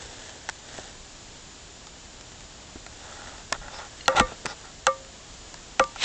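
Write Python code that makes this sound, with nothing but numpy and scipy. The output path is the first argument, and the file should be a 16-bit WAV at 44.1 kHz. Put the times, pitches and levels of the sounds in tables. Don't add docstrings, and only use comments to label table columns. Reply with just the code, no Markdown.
import sys
import numpy as np
from scipy import signal
from scipy.fft import rfft, irfft, next_fast_len
from scipy.io import wavfile
from scipy.ndimage import map_coordinates

SR = 44100
rng = np.random.default_rng(int(sys.argv[2]) if len(sys.argv) > 2 else 0)


def store_wav(level_fs):
    pcm = np.round(np.clip(np.atleast_2d(level_fs), -1, 1) * 32767)
    wavfile.write(sys.argv[1], SR, pcm.T.astype(np.int16))


N = 266364


def amp(db):
    return 10 ** (np.asarray(db) / 20)


def unit(x):
    return x / np.sqrt(np.mean(x ** 2) + 1e-20)


def clock(count):
    return np.arange(count) / SR


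def fade(t, t60):
    return np.exp(-np.log(1000) * t / t60)


def filtered(x, response):
    size = next_fast_len(len(x) + 8192)
    return irfft(rfft(x, size) * response(np.fft.rfftfreq(size, 1 / SR)), size)[:len(x)]


def coloured(x, spectrum):
    f, db = np.transpose(spectrum)
    return unit(filtered(x, lambda hz: amp(np.interp(np.log(hz + 1), np.log(f), db))))


def wobble(rate):
    return map_coordinates(rng.standard_normal(int(N * rate / SR) + 4), [clock(N) * rate])


def ring(modes, t, length=1, pitch=1, scatter_db=0):
    offset_db = scatter_db * rng.standard_normal(len(modes))
    return sum((-1) ** k * amp(db + offset_db[k]) * fade(t, t60 * length)
               * np.sin(2 * np.pi * hz * pitch * t) for k, (hz, db, t60) in enumerate(modes))


def add(track, s, sound):
    part = track[round(s * SR):][:len(sound)]
    part += sound[:len(part)]


# f/Hz, level/dB
HISS_SPECTRUM = [(12, -38), (20, -0.5), (62, -2), (133, -8.5), (297, -12), (355, -13.5), (573, -14.5),
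                 (666, -13), (925, -16), (1100, -17), (2240, -20), (3030, -17.5), (5830, -18.5),
                 (7130, -18.5), (8300, -24.5), (10800, -16), (18300, -120)]
# f/Hz, rms level/dB
WHINE_TONES = [(7012, -59), (7290, -62.5), (7356, -69.5)]
def background():
    drift_db = 0.5 * wobble(2.4)
    hiss = amp(-45.5 + drift_db) * coloured(rng.standard_normal(N), HISS_SPECTRUM)
    whine = sum(amp(db) * np.sqrt(2) * np.sin(2 * np.pi * hz * clock(N) + 0.34 * wobble(7.4))
                for hz, db in WHINE_TONES)
    return hiss + whine


def fabric(spectrum, grain_db):
    catches = rng.standard_normal(N) * amp(grain_db * wobble(350) + 1.05 * wobble(25))
    return coloured(catches, spectrum)


# f/Hz, level/dB
CLOTH_SPECTRUM = [(59, -31), (100, -0.5), (195, -20.5), (249, -7.5), (596, -5.5), (850, -8.5), (1150, -16),
                  (1700, -5), (2400, -16.5), (3450, -8.5), (4430, -15), (7190, -11), (8500, -15.5),
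                  (11000, -39), (18700, -120)]
SLEEVE_SPECTRUM = [(100, -27), (850, -11.5), (1300, -16), (1900, -8), (3000, -5), (3900, -5), (5000, -12.5),
                   (8000, -16.5)]
# peak t/s, level/dB, half length/s
BODY_SHIFTS = [(0.0, -44, 0.47), (0.785, -43, 0.14), (3.207, -47, 0.31), (4.097, -51.5, 0.65)]
def clothes(fidget_db=-57, nearest_s=6.04, swell_db_per_s=399):
    t = clock(N)
    shift_power = sum(amp(db) ** 2 * np.exp(-2 * ((t - s) / half) ** 2) for s, db, half in BODY_SHIFTS)
    rustle = np.sqrt(amp(fidget_db) ** 2 + shift_power) * fabric(CLOTH_SPECTRUM, grain_db=2.5)
    sweep = amp(-18.5 - swell_db_per_s * np.abs(t - nearest_s))
    return rustle + sweep * fabric(SLEEVE_SPECTRUM, grain_db=1.5)


def crack(t, t60, low_hz, high_hz, hollow_hz=4550):
    band = signal.butter(1, [low_hz, high_hz], 'bandpass', fs=SR, output='sos')
    decay = fade(t, t60)
    snap = signal.sosfilt(band, rng.standard_normal(len(t)) * decay)
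    snap -= 0.37 * signal.lfilter(*signal.iirpeak(hollow_hz, 4, fs=SR), snap)
    return unit(snap) * np.sqrt(np.mean(decay ** 2))


# f/Hz, level/dB, t60/s
SHELL_MODES = [(666, -11, 0.046), (813, -4, 0.041), (954, -8.5, 0.029), (1040, -13.5, .04),
               (1333, -2, 0.037), (1405, -3.5, 0.04), (1592, -12.5, 0.053), (1893, -11.5, 0.044),
               (2397, -7.5, 0.012), (2664, -15.5, 0.041), (3400, -14, 0.023), (3990, -30, 0.036),
               (4090, -29, 0.043), (5360, -16.5, 0.014)]
def tap(hardness, pitch):
    t = clock(SR // 8)
    shell = ring(SHELL_MODES, t, length=0.6, pitch=pitch, scatter_db=2)
    snap = crack(t, t60=0.012, low_hz=600, high_hz=6000, hollow_hz=3140)
    return amp(-5 - 14.5 * hardness) * shell + amp(-2 - 17.5 * (1 - hardness)) * snap


# t/s, level/dB, hardness 0-1, pitch factor
SHELL_TAPS = [(0.4892, -8.5, .35, 1.11), (0.4961, -17, 0.8, 1.23), (1.8698, -26, 0.7, 0.96),
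              (2.3192, -29, .65, 1.45), (2.407, -29, .6, 1.1), (2.8645, -21.5, 0.57, 1.0),
              (3.5257, -2.5, 0.52, 1.31), (3.6812, -25, 0, 1.05), (4.4573, -14, .95, 1.27),
              (4.463, -13.5, .75, 1.28), (5.542, -22, 0.68, 1.2), (5.84, -18, 0.7, 1.1),
              (5.9597, -17.5, 0.26, 0.99)]
def taps(tick_count=5):
    out = np.zeros(N)
    for s, db, hardness, pitch in SHELL_TAPS:
        add(out, s, amp(db) * tap(hardness, pitch))
    for when, size in rng.random((tick_count, 2)):
        add(out, when * N / SR, amp(-35.75 + 5 * size) * tap(hardness=1, pitch=1.32))
    return out


def thud(t, t60, top_hz):
    band = signal.butter(2, [25, top_hz], 'bandpass', fs=SR, output='sos')
    return unit(signal.sosfilt(band, rng.standard_normal(len(t)))) * fade(t, t60)


# t/s, level/dB, f/Hz
PADDED_BUMPS = [(0.7873, -22, 595), (2.7579, -25, 300), (3.5231, -17.5, 696), (4.15, -17, 750),
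                (4.209, -12, 250), (4.321, -23, 700), (4.4531, -22.5, 520), (4.4643, -18.5, 940)]
def bumps(decay_cycles=6):
    out, t = np.zeros(N), clock(SR // 8)
    for s, db, hz in PADDED_BUMPS:
        push = np.sin(2 * np.pi * hz * t) * fade(t, decay_cycles / hz)
        shake = amp(-15) * thud(t, t60=0.075, top_hz=660)
        shell = amp(-7) * tap(hardness=0.25, pitch=1)
        add(out, s, amp(db) * (push + shake + shell))
    return out


def stroke(start, end):
    progress = np.clip((clock(N) - start) / (end - start), 0, 1)
    return np.sqrt(np.abs(np.sin(np.pi * progress)))


# f/Hz, level/dB, t60/s
SLIDE_MODES = [(595, -8, 0.027), (828, -3, 0.024), (1385, 0, 0.013), (1913, -8.5, 0.019),
               (2790, -15, 0.011), (3450, -13.5, 0.0096)]
# f/Hz, level/dB
GRIT_SPECTRUM = [(100, -12), (600, 4.5), (1100, -15), (1700, -7), (2400, 2.5), (3700, 4.5), (4500, -7.5),
                 (5300, -6.5), (6000, -2.5), (8000, -7.5)]
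# start t/s, end t/s, level/dB, relative grit level/dB
RAIL_SCRAPES = [(2.98, 3.432, -47.5, -14), (3.533, 3.567, -38, -8), (3.61, 3.693, -43.5, -18),
                (3.688, 3.876, -40.5, -6), (4.094, 4.173, -32, -17), (4.156, 4.215, -22, -3),
                (4.21, 4.353, -45, -3.5), (4.448, 4.544, -40.5, -4.5), (4.616, 4.714, -47, -15)]
def scrapes():
    slips = rng.standard_normal(N) * amp(2.6 * wobble(400) + 0.88 * wobble(70))
    shell = unit(signal.fftconvolve(slips, ring(SLIDE_MODES, clock(SR // 8)))[:N])
    grit = coloured(slips, GRIT_SPECTRUM)
    return sum(amp(db) * stroke(start, end) * (shell + amp(grit_db) * grit)
               for start, end, db, grit_db in RAIL_SCRAPES)


# f/Hz, level/dB
PLATFORM_SPECTRUM = [(15, -5), (35, 7), (70, -5.5), (125, -3), (250, -19.5), (500, -39), (1500, -87)]
# start t/s, end t/s, level/dB
PLATFORM_JOLTS = [(3.516, 3.695, -45), (4.15, 4.26, -34.5), (4.258, 4.34, -49), (5.786, 5.836, -41)]
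def shudder():
    shaking = sum(amp(db) * stroke(start, end) for start, end, db in PLATFORM_JOLTS)
    return shaking * coloured(rng.standard_normal(N), PLATFORM_SPECTRUM)


# start t/s, end t/s, f/Hz, peak rms level/dB, phase wander/rad
SLIP_SQUEAKS = [(3.708, 3.823, 5200, -46.5, 1.8), (4.164, 4.182, 787, -19.5, .4),
                (4.165, 4.204, 1376, -22, 0.45), (4.464, 4.537, 5150, -43, 1.9)]
def squeaks(steady_cycles=6):
    out = np.zeros(N)
    for start, end, hz, db, wander in SLIP_SQUEAKS:
        phase = 2 * np.pi * hz * clock(N) + wander * wobble(hz / steady_cycles)
        out += amp(db) * stroke(start, end) ** 2 * np.sqrt(2) * np.sin(phase)
    return out


# f/Hz, level/dB, t60/s
BUCKLE_MODES = [(2000, 6, 0.014), (2860, 2, .035), (4240, 5, .04)]
# t/s, level/dB
BUCKLE_CLINKS = [(4.0086, -39), (4.0583, -45)]
def buckle():
    out = np.zeros(N)
    for s, db in BUCKLE_CLINKS:
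        add(out, s, amp(db) * ring(BUCKLE_MODES, clock(SR // 8), scatter_db=4.5))
    return out


# f/Hz, level/dB, t60/s
RAIL_MODES = [(932, -26.5, 0.35), (1181, -2, 0.15), (1280, -10, .11), (1830, -24, 0.2), (2170, -21, 0.16),
              (2640, -29, 0.072)]
# f/Hz, ring length factor, relative hum level/dB
RAIL_KNOCKS = [(4.0801, -6, -3, -30.5, -12.5, -16, 533, 0.89, -27),
               (4.1981, -6, -1.5, -24.5, -18.5, -9.5, 511.6, 1.2, -43),
               (4.868, -8, -1, -39, -11, -15, 536.5, 0.8, -28),
               (5.7955, -6, -5.5, -25, -4, -14.5, 534, 0.57, -49)]
def knocks():
    out, t = np.zeros(N), clock(SR // 2)
    swell = 1 - np.exp(-(t / 0.013) ** 2)
    for s, shell_db, crack_db, thud_db, bend_db, upper_db, bend_hz, length, hum_db in RAIL_KNOCKS:
        snap = amp(crack_db - 4.5) * crack(t, t60=0.0091, low_hz=900, high_hz=5500)
        snap_tail = amp(crack_db - 27) * crack(t, t60=0.093, low_hz=300, high_hz=2200)
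        shell = amp(shell_db - 1.5) * ring(SHELL_MODES, t, scatter_db=-0.1)
        turns = bend_hz * np.cumsum(1 - 0.13 * fade(t, 0.034)) / SR
        bend = np.sin(2 * np.pi * turns) * (fade(t, 0.13 * length) + amp(hum_db) * fade(t, 0.7))
        upper = ring(RAIL_MODES, t, scatter_db=2.5)
        rail = amp(3.5) * swell * (amp(bend_db) * bend + amp(upper_db) * upper)
        shake = amp(thud_db) * thud(t, t60=0.13, top_hz=534)
        add(out, s, shell + snap + snap_tail + shake + rail)
    return out


def scene():
    gear = taps() + bumps() + scrapes() + shudder() + squeaks() + buckle() + knocks()
    return (background() + clothes() + gear)[None]


def record(dry):
    corner_hz, band_hz, top_hz, full_scale = 8150, 8915, 16000, 0.74
    narrow = filtered(dry[0], lambda hz: (hz < band_hz) / np.sqrt(1 + (hz / corner_hz) ** 64))
    clipped = np.clip(narrow, -full_scale, full_scale)
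    return filtered(clipped, lambda hz: hz < top_hz)[None]


dry = scene()
out = record(dry)
store_wav(out)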